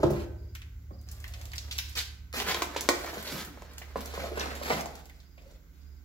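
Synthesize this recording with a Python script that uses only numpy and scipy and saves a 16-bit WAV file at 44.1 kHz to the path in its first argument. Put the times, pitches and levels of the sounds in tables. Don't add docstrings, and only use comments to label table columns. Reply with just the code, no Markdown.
import sys
import numpy as np
from scipy import signal
from scipy.fft import rfft, irfft
from scipy.io import wavfile
from scipy.ndimage import map_coordinates

SR = 44100
rng = np.random.default_rng(int(sys.argv[2]) if len(sys.argv) > 2 else 0)


def dump(signal):
    limited = np.clip(np.atleast_2d(signal).T, -1, 1)
    pcm = np.round(limited * 32767).astype(np.int16)
    wavfile.write(sys.argv[1], SR, pcm)


N = 266364
TIME = np.arange(N) / SR


def undb(db):
    return 10 ** (np.asarray(db) / 20)


def unit(x):
    return x / np.sqrt(np.mean(x ** 2))


def burst(x, db, seconds):
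    return x * undb(db) * np.sqrt(seconds * SR / np.sum(x ** 2))


def curve(table):
    return undb(np.interp(TIME, *np.transpose(table)))


def arch(seconds, edge):
    return np.sin(np.linspace(0, np.pi, max(int(seconds * SR), 8), endpoint=False)) ** edge


def add(track, start_s, sound):
    start = max(int(start_s * SR), 0)
    track[start:start + len(sound)] += sound[:N - start]


def convolve(x, response):
    return signal.oaconvolve(x, response, axes=-1)[..., :N]


def colour(x, points, size=8192):
    hz, db = np.transpose(points)
    bins_hz = np.arange(size // 2 + 1) * SR / size
    log_gain = np.log(undb(np.interp(np.log(bins_hz + 1), np.log(hz), db)))
    cepstrum = irfft(log_gain)[:size // 2]
    cepstrum[1:] *= 2
    response = irfft(np.exp(rfft(cepstrum, size)))
    return convolve(x, response if x.ndim == 1 else response[None])


def butter(x, hz, kind, order=2):
    return signal.sosfilt(signal.butter(order, np.clip(hz, 10, .48 * SR), kind, fs=SR, output="sos"), x)


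def ring(modes, seconds, detune=1, opposed=False):
    t = TIME[:int(seconds * SR)]
    sign = -1 if opposed else 1
    return sum(sign ** k * undb(db - 60 * t / ring_s) * np.sin(2 * np.pi * hz * detune * t)
               for k, (hz, db, ring_s) in enumerate(modes))


def widen(mid, side, apart_hz):
    return mid + butter(side, apart_hz, "high", order=1) * np.array([[1], [-1]])


def diffuse(size):
    return widen(*rng.standard_normal((2, size)), apart_hz=600)


def wander(speed_hz):
    knots = np.arange(0, TIME[-1] + 1, .5 / speed_hz)
    return unit(np.interp(TIME, knots, rng.standard_normal(len(knots))))


def grains(size, per_s, spread_db):
    chance, strength, sign = rng.random(size), rng.exponential(size=size), rng.choice([-1, 1], size)
    return unit((chance < per_s / SR) * sign * undb(spread_db * np.minimum(strength, 4)) + 1e-9)


def even(x, fade):
    x = x * fade
    for _ in range(3):
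        spectrum = rfft(x)
        x = irfft(spectrum / (np.abs(spectrum) + 1e-12), len(fade))
        x = x * np.minimum(1, fade * np.abs(x).max() / (np.abs(x) + 1e-12))
    return x / np.sqrt(np.sum(x ** 2))


def moments(pressure, per_s):
    chance = rng.uniform(-1, 1, (200, 3))
    times = (np.arange(len(chance)) + .5 + .5 * chance[:, 0]) / per_s
    for start_s, draws in zip(times, np.sqrt(3) * chance[:, 1:]):
        if start_s < TIME[-1] and pressure[int(start_s * SR)] > 0:
            yield start_s, 20 * np.log10(pressure[int(start_s * SR)]), *draws


# start_s, level_db, contact_hz (higher is harder)
PANEL_BUMPS = [(0.0, -31, 510), (0.030, -21, 1530), (0.033, -11.5, 614), (0.062, -29.5, 400),
               (0.077, -25.5, 400), (0.104, -21.5, 400)]
# pitch_hz, level_db, ring_s
PANEL_TONES = [(68.9, -15, 0.31), (113, -19.5, 0.44), (145.1, -12.5, 0.48), (209, -14.5, 0.4),
               (267, -25, 0.39), (287, -4.5, 0.06), (345.7, -3.5, 0.2), (388, 2, 0.062), (470, -4, 0.052),
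               (509, -10, 0.12), (606, 1.5, 0.028), (760, -10, 0.12), (843, -1.5, 0.0266),
               (1032, -16, 0.11), (1090, -24, 0.34), (1287, -5.5, 0.021), (1520, -10, 0.022)]
def panel(rattle_db=-22, settle_s=0.031):
    out, body = np.zeros(N), ring(PANEL_TONES, 0.64, opposed=True)
    for start_s, db, contact_hz in PANEL_BUMPS:
        boom = butter(body, [60, contact_hz], "band", order=1)
        add(out, start_s, undb(db) * boom / np.abs(boom).max())
    t = TIME[:SR // 2]
    taps = grains(len(t), per_s=900, spread_db=1.8) * np.exp(-t / settle_s)
    shudder = butter(convolve(taps, body), [260, 620], "band", order=1)
    add(out, PANEL_BUMPS[1][0], burst(shudder, rattle_db, 0.003))
    return out


# start_s, end_s, rub_db, grit_db, dust_db
SOLE_DRAGS = [(0.0, 0.247, -48.5, -57, -68.5), (1.065, 1.775, -60.5, -64, -66.5),
              (1.552, 1.572, -68, -49, -55), (1.74, 1.953, -69, -54.5, -71),
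              (1.953, 2.017, -53, -36, -50.5), (1.974, 1.99, -65.5, -41, -60),
              (2.337, 2.435, -40, -40.5, -47), (2.441, 2.479, -41.5, -48, -59),
              (2.464, 2.524, -34.5, -37, -54), (2.523, 2.659, -44.5, -53, -52),
              (2.698, 2.9, -48.5, -56, -65), (2.892, 3.252, -47.5, -51, -55.5),
              (3.248, 3.432, -45, -45, -49.5), (3.424, 3.496, -52.5, -61.5, -70),
              (3.514, 4.008, -57.5, -65, -78), (3.956, 4.17, -51.5, -54.5, -64),
              (4.135, 4.31, -46, -51, -60), (4.315, 4.637, -45.5, -53, -65),
              (4.355, 4.438, -42.5, -53, -74), (4.622, 4.816, -41.5, -45, -51.5),
              (4.807, 5.012, -56, -62.5, -70), (4.986, 5.247, -75.5, -72.5, -79),
              (5.39, 5.57, -68, -71.5, -90), (5.73, 5.87, -77, -76.5, -89)]
def drag():
    pressure = np.zeros((3, N))
    for start_s, end_s, *levels in SOLE_DRAGS:
        for track, db in zip(pressure, levels):
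            add(track, start_s, undb(db) * arch(end_s - start_s, edge=0.16))
    return pressure


# pitch_hz, level_db
RUBBER_COLOUR = [(60, -56.5), (130, -8.5), (230, -3.5), (340, -4.5), (490, -2.5), (650, -3.5), (1000, -6.5),
                 (1500, -3.5), (2500, -10.5), (6000, -28.5)]
GRIT_COLOUR = [(200, -28), (700, -10), (1300, -9), (2100, 1), (3000, -2), (4300, 1), (7000, -7),
               (11000, -9), (16000, -16.5)]
def soles(rubbing, grinding, hissing, gain_db=-1, catch_db=2.5, firm_db=-41, dull_hz=750):
    catch = undb(catch_db * wander(70))
    rub = unit(colour(catch * grains(N, per_s=2200, spread_db=2.5), RUBBER_COLOUR))
    grit = unit(colour(catch * grains(N, per_s=9000, spread_db=4.8), GRIT_COLOUR))
    dust = unit(butter(grains(N, per_s=18000, spread_db=3.5), [8500, 15000], "band", order=1))
    firmness = np.minimum(rubbing / undb(firm_db), 1) ** 0.29
    rub = firmness * rub + (1 - firmness) * butter(rub, dull_hz, "low", order=1)
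    return undb(gain_db) * (rubbing * rub + grinding * grit + hissing * dust)


# time_s, level_db
HUM_LEVELS = [(0, -46), (.2, -42.5), (.7, -48.5), (1.8, -43), (2.3, -49), (2.55, -48.5), (3.5, -54.5),
              (4.05, -45), (4.4, -42.5), (5.15, -55.5), (5.45, -56.5), (5.66, -65), (5.85, -48.5),
              (6.04, -54)]
# pitch_hz, level_db
NEIGHBOUR_TONES = [(53.7, -1.5), (79.5, -1), (93, -10.5), (106.1, -1.5), (157, -17.5)]
# time_s, level_db
NEIGHBOUR_FADE = [(0.2, -46), (0.75, -53), (1.45, -50), (2.54, -59.5), (4.01, -66.5), (4.15, -62),
                  (6.04, -99.5)]
# pitch_hz, level_db
STEADY_TONES = [(48.4, -63), (161.5, -69.5), (276, -77.5)]
# time_s, left_minus_right_db
HUM_BALANCE = [(0.0, 0), (2.5, -3.6), (4.5, -5), (6.04, -9)]
def hum(main_hz=70.5, main_gain_db=-0.04, waver_radians=0.12):
    def tone(hz):
        return np.sqrt(2) * np.sin(2 * np.pi * hz * TIME + waver_radians * wander(0.99))
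    main = curve(HUM_LEVELS) * undb(main_gain_db) * tone(main_hz)
    neighbours = curve(NEIGHBOUR_FADE) * sum(undb(db) * tone(hz) for hz, db in NEIGHBOUR_TONES)
    steady = sum(undb(db) * tone(hz) for hz, db in STEADY_TONES)
    lean = np.sqrt(curve(HUM_BALANCE))
    return (main + neighbours + steady) * np.array([lean, 1 / lean])


# pitch_hz, level_db
AIR_COLOUR = [(25, -9.5), (38, -2.5), (52, 6.5), (80, -14), (120, -10.5), (200, -15), (350, -22.5),
              (600, -35), (1250, -35.5), (1520, -29.5), (1750, -39), (2050, -32.5), (2600, -42),
              (7400, -40.5), (8500, -57), (10000, -51.5), (11500, -41.5), (16000, -38)]
def air(level_db=-56):
    return undb(level_db) * unit(colour(diffuse(N), AIR_COLOUR))


def jostles(rubbing, gain_db=1.5, spread_db=2.5, contact_hz=750, rattle=1.4):
    return [(start_s, db + gain_db - spread_db * softness, contact_hz * np.sqrt(2) ** hardness, rattle)
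            for start_s, db, softness, hardness in moments(rubbing, per_s=16)]


# start_s, level_db, contact_hz, rattle_share
BOARD_KNOCKS = [(0.907, -44, 500, 3), (2.338, -40, 1690, 0.96), (2.401, -30, 1500, 0.81),
                (2.507, -36, 900, 1.2), (2.545, -26.5, 1720, 1.1), (2.620, -20.5, 1520, 0.35),
                (2.727, -47, 900, 0.86), (2.762, -23, 2240, 0.89), (2.889, -10, 2220, 0.21),
                (2.905, -25.5, 1400, 0.69), (3.045, -31.5, 900, 1.2), (3.075, -34, 1510, 0.9),
                (3.130, -34, 1100, 1.3), (3.170, -29.5, 680, 1.3), (3.322, -44, 400, 1.3),
                (3.362, -41, 1293, 1), (3.574, -41.5, 1520, 0.51), (3.621, -38.5, 1440, 0.45),
                (3.815, -42, 2180, 1.3), (3.958, -21.5, 900, 0.26), (4.138, -35, 1095, 0.48),
                (4.177, -27.5, 901, 0.3), (4.239, -31.5, 690, 1.2), (4.270, -34, 650, 1.6),
                (4.319, -32.5, 440, 2), (4.373, -26.5, 680, 2.2), (4.458, -28.5, 1200, 0.59),
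                (4.614, -29.5, 650, 0.36), (4.684, -33.5, 750, 0.44), (4.703, -18.5, 1000, 0.15),
                (4.707, -21.5, 780, 0.2), (4.712, -20.5, 750, 0.35), (4.737, -35, 1500, 0.46),
                (4.770, -31, 1600, 1.2), (4.809, -37.5, 800, 0.37), (4.859, -32.5, 950, 0.11),
                (5.377, -50, 750, 2.1)]
# pitch_hz, level_db, ring_s
BOARD_TONES = [(353, -21.5, 0.14), (400, -20.5, 0.044), (502, -14, 0.049), (586, -14, 0.05),
               (690, -7, 0.027), (780, -7, 0.025), (912, -5, 0.016), (1056, -6.5, 0.021), (1125, -7, 0.031),
               (1248, -5, 0.02), (1460, -8, 0.031), (2040, 4.5, 0.0091), (2320, 2, 0.009)]
def boards(small_knocks, settle_s=0.0035, chatter=0.39, crack_db=-5):
    out, t = np.zeros(N), TIME[:SR // 12]
    for start_s, db, contact_hz, rattle in BOARD_KNOCKS + small_knocks:
        force = chatter * rattle * grains(len(t), per_s=4000, spread_db=0.57) * np.exp(-t / settle_s)
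        force[0] += 1
        body = ring(BOARD_TONES, .15, detune=1 + .03 * rng.uniform(-1, 1))
        body = body / np.abs(body).max()
        body[0] += undb(crack_db) * np.sqrt(SR / contact_hz)
        knock = butter(convolve(force, body), contact_hz, "low")
        knock = butter(knock, 335, "high", order=3)
        add(out, start_s, burst(knock, db, 0.001))
    return out


CRUMB_S = 0.00067
def crumbs(grinding, gain_db=-2.5, growth=0.77, pitch_hz=4700, width_octaves=1, crack=.15):
    return [(start_s, gain_db + growth * db + chance_db, pitch_hz * 2 ** (0.48 * smallness),
             CRUMB_S, width_octaves, crack)
            for start_s, db, chance_db, smallness in moments(grinding, per_s=34)]


# start_s, level_db, pitch_hz, crumble_s, width_octaves, crack_share
BRITTLE_BREAKS = [(0.031, -28.5, 3080, 0.0074, 1.1, .06), (0.105, -29.5, 10400, 0.0096, 2.3, .06),
                  (0.551, -30, 2230, 0.0076, 1.0, 0.62), (0.618, -36.5, 2370, 0.0028, 0.61, 0.096),
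                  (1.014, -45.5, 10600, .001, 2.5, 0.11), (1.088, -37.5, 4140, 0.00087, 0.8, 0.074),
                  (1.114, -32.5, 9400, 0.0044, 0.97, .1), (1.202, -39.5, 9300, 0.0016, 0.81, .1),
                  (1.242, -29.5, 1880, 0.0013, 0.45, 0.086), (1.279, -34, 8860, 0.0024, 2.6, .1),
                  (1.337, -32.5, 2850, 0.0048, 1.4, .08), (1.414, -36, 3000, 0.0011, 4.1, .1),
                  (1.455, -35.5, 5000, 0.00079, 2.2, .1), (1.518, -37, 4640, 0.0016, 0.5, .06),
                  (1.534, -28.5, 2000, 0.0037, 0.48, 0.16), (1.581, -23.5, 4700, 0.002, 0.83, .14),
                  (1.711, -23, 3570, 0.0091, 0.78, 0.09), (1.726, -28, 4280, 0.0017, 1, .25),
                  (1.781, -22, 6000, 0.0052, 3.8, .1), (1.787, -16.5, 3860, 0.0011, 1.3, 0.1),
                  (1.895, -36, 9000, .002, 1.5, .1), (1.990, -21, 4200, 0.002, 0.33, .06),
                  (2.328, -32, 3020, 0.0021, 3, 0.28), (2.401, -20, 3220, 0.00087, 0.58, 0.23),
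                  (2.545, -18.5, 3270, 0.0018, 0.55, 0.11), (2.621, -17.5, 2820, 0.0019, 1.7, 0.089),
                  (2.764, -20, 3070, 0.014, 1.1, .06), (2.809, -19.5, 7000, 0.0012, 1.5, .16),
                  (2.889, -9, 3500, 0.0024, 1.9, 0.095), (3.061, -37, 7000, .001, 0.76, .1),
                  (3.226, -32, 12000, .002, 0.52, .05), (3.275, -28, 3980, 0.019, 0.33, .03),
                  (3.449, -29.5, 11000, .002, 1.3, .1), (3.621, -42.5, 5000, .001, 2.2, 0.27),
                  (3.735, -43, 7000, 0.0019, 2.4, 0.085), (3.782, -28, 9700, 0.0009, 4.2, .15),
                  (3.818, -32.5, 2100, 0.0077, 0.39, 0.045), (3.972, -36.5, 11000, 0.00092, 0.89, .06),
                  (4.007, -29, 10000, 0.0016, 2.2, .1), (4.058, -29.5, 8900, 0.0016, 1.3, .1),
                  (4.396, -24.5, 5040, 0.0017, 0.39, .03), (4.407, -24.5, 3690, 0.0068, 0.38, .03),
                  (4.457, -33, 4150, 0.0034, 0.78, .03), (4.551, -31.5, 5000, 0.0092, 2.9, .06),
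                  (4.703, -17, 2120, 0.0077, 0.26, .03), (4.733, -25, 2880, 0.0069, 0.71, .04),
                  (4.809, -29.5, 5700, 0.00088, 1.5, .1), (4.858, -32.5, 5700, 0.002, 1.1, .12),
                  (4.954, -36, 4860, 0.0027, 2.9, .1), (5.056, -40.5, 6450, 0.0035, 3.3, .15),
                  (5.097, -40.5, 2100, 0.0032, 0.28, 0.16), (5.201, -46.5, 4300, 0.0054, 0.6, 0.07),
                  (5.379, -44, 2250, .012, 0.35, 0.029), (5.511, -53, 6500, .005, 1.5, .1)]
def snaps(small_breaks, crack_s=0.002):
    out, t = np.zeros(N), TIME[:SR // 12]
    for start_s, db, hz, crumble_s, octaves, crack in BRITTLE_BREAKS + small_breaks:
        clicks = grains(len(t), per_s=15000, spread_db=0.36)
        fractures = even(clicks, np.exp(-t / crumble_s)) * np.sqrt(crumble_s / CRUMB_S)
        fractures[0] = 0.59
        edge = 2 ** (octaves / 2)
        piece = butter(fractures, [hz / edge, hz * edge], "band", order=1)
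        dry_crack = crack * fractures * np.exp(-t / crack_s)
        snap = butter(piece + dry_crack, 830, "high", order=3)
        add(out, start_s, burst(snap, db, 0.00028))
    return out


# start_s, end_s, level_db
CRICKET_CHIRPS = [(0.368, 0.563, -74.5), (.92, 1.1, -70.5), (5.243, 5.44, -75), (5.795, 6.01, -76.5)]
def cricket(wing_hz=4900, width_hz=380, strokes_per_s=19, echo=0.48):
    swell = np.zeros(N)
    for start_s, end_s, db in CRICKET_CHIRPS:
        chirp = arch(end_s - start_s, edge=0.17)
        strokes = np.sin(np.pi * strokes_per_s * TIME[:len(chirp)]) ** 2
        add(swell, start_s, undb(db) * chirp * (echo + strokes))
    return swell * unit(butter(diffuse(N), [wing_hz - width_hz / 2, wing_hz + width_hz / 2], "band"))


# start_s, end_s, level_db, pitch_hz
BOARD_SCRAPES = [(0.899, 0.961, -61, 604), (1.281, 1.5, -67, 650), (4.22, 4.282, -43, 575),
                 (4.307, 4.34, -42.5, 433), (4.719, 4.872, -44.5, 724), (4.848, 5.049, -64, 760),
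                 (5.389, 5.575, -64, 504)]
def scrapes(width_hz=170):
    out = np.zeros(N)
    for start_s, end_s, db, hz in BOARD_SCRAPES:
        swell = arch(end_s - start_s, edge=0.51)
        slips = grains(len(swell), per_s=2200, spread_db=1.6)
        note = unit(butter(slips, [hz - width_hz / 2, hz + width_hz / 2], "band"))
        add(out, start_s, undb(db) * swell * note)
    return out


# start_s, level_db
FOOT_THUDS = [(0.908, -46.5), (2.479, -47), (2.618, -43.5), (3.17, -42), (3.322, -34.5), (3.468, -42),
              (3.959, -41), (4.176, -38.5), (4.450, -40.5), (4.726, -33.5), (4.764, -42), (4.829, -44)]
def thuds(band_hz=(150, 280), fade_s=0.037):
    out, t = np.zeros(N), TIME[:SR // 4]
    for start_s, db in FOOT_THUDS:
        thump = butter(rng.standard_normal(len(t)) * np.exp(-t / fade_s), band_hz, "band")
        add(out, start_s, undb(db) * thump / np.abs(thump).max())
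    return out


# time_s, lead_s
LEFT_LEAD = [(0, 0.00025), (2.3, .0002), (2.55, 0.000078), (3.96, 0.000035), (4.2, 0.00021),
             (6.04, 0.00018)]
def ports(x, scatter_s=0.00007):
    lag_s = np.interp(TIME, *np.transpose(LEFT_LEAD)) + scatter_s * wander(6)
    return np.array([x, map_coordinates(x, [np.arange(N) - lag_s * SR], order=3)])


def shelves(x, gain_db=-1, ring_s=0.098, places=70):
    out, t, hop = np.zeros((2, N)), TIME[:4096], N // places
    fade = undb(-60 * t / ring_s) * (t > .0015)
    for centre in range(0, N + hop, hop):
        near = np.arange(max(centre - hop, 0), min(centre + hop, N))
        piece = x[near] * np.cos(np.pi / 2 * (near - centre) / hop)
        mid, side = (even(noise, fade) for noise in rng.standard_normal((2, len(t))))
        echoes = widen(mid, side, apart_hz=430) / np.sqrt(2)
        for track, response in zip(out, echoes):
            add(track, TIME[near[0]], signal.fftconvolve(piece, response))
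    return undb(gain_db) * out


def hall(x, gain_db=-6, bands_hz=(150, 700, 3200, 14000), rings_s=(0.8, 0.65, 0.5, 0.39), places=6):
    t, hz, out = TIME[:SR], np.arange(SR // 2 + 1), 0
    for here in np.eye(places):
        nearness = np.sqrt(np.interp(TIME, np.linspace(0, TIME[-1], places), here))
        spectrum, tail = rfft(diffuse(SR)), 0
        for share, ring_s in zip(np.eye(len(bands_hz)), rings_s):
            band = irfft(spectrum * np.interp(np.log(hz + 1), np.log(bands_hz), share))
            tail = tail + band * undb(-60 * t / ring_s)
        build_up = 1 - np.exp(-t / 0.012)
        out = out + convolve((x * nearness)[None], unit(tail * build_up) / np.sqrt(SR))
    return undb(gain_db) * out


# pitch_hz, level_db, ring_s
TIN_TONES = [(1532, -12, 1), (1730, -16.5, 0.21), (1990, -13, 0.17), (2136, -12, 0.21)]
def tins(x, gain_db=-29):
    response = ring(TIN_TONES, 0.52)
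    return undb(gain_db) * convolve(x, response / np.sqrt(np.sum(response ** 2)))


def scene(lean_db=0.54):
    rubbing, grinding, hissing = drag()
    steps = panel() + boards(jostles(rubbing)) + thuds() + scrapes()
    steps += soles(rubbing, grinding, hissing) + snaps(crumbs(grinding))
    heard = ports(steps) + shelves(steps) + hall(steps) + tins(steps)
    return (heard + air() + cricket()) * undb([[-lean_db], [lean_db]]) + hum()


# pitch_hz, level_db
MIC_COLOUR = [(20, 0.5), (7600, 2.5), (8500, -6), (10000, -3.5), (11200, 1), (16000, 2)]
def record(dry, bottom_hz=27, top_hz=15750):
    sound = colour(butter(dry, bottom_hz, "high", order=5), MIC_COLOUR)
    return signal.sosfilt(signal.ellip(10, .2, 80, top_hz, fs=SR, output="sos"), sound)


dry = scene()
out = record(dry)
dump(out)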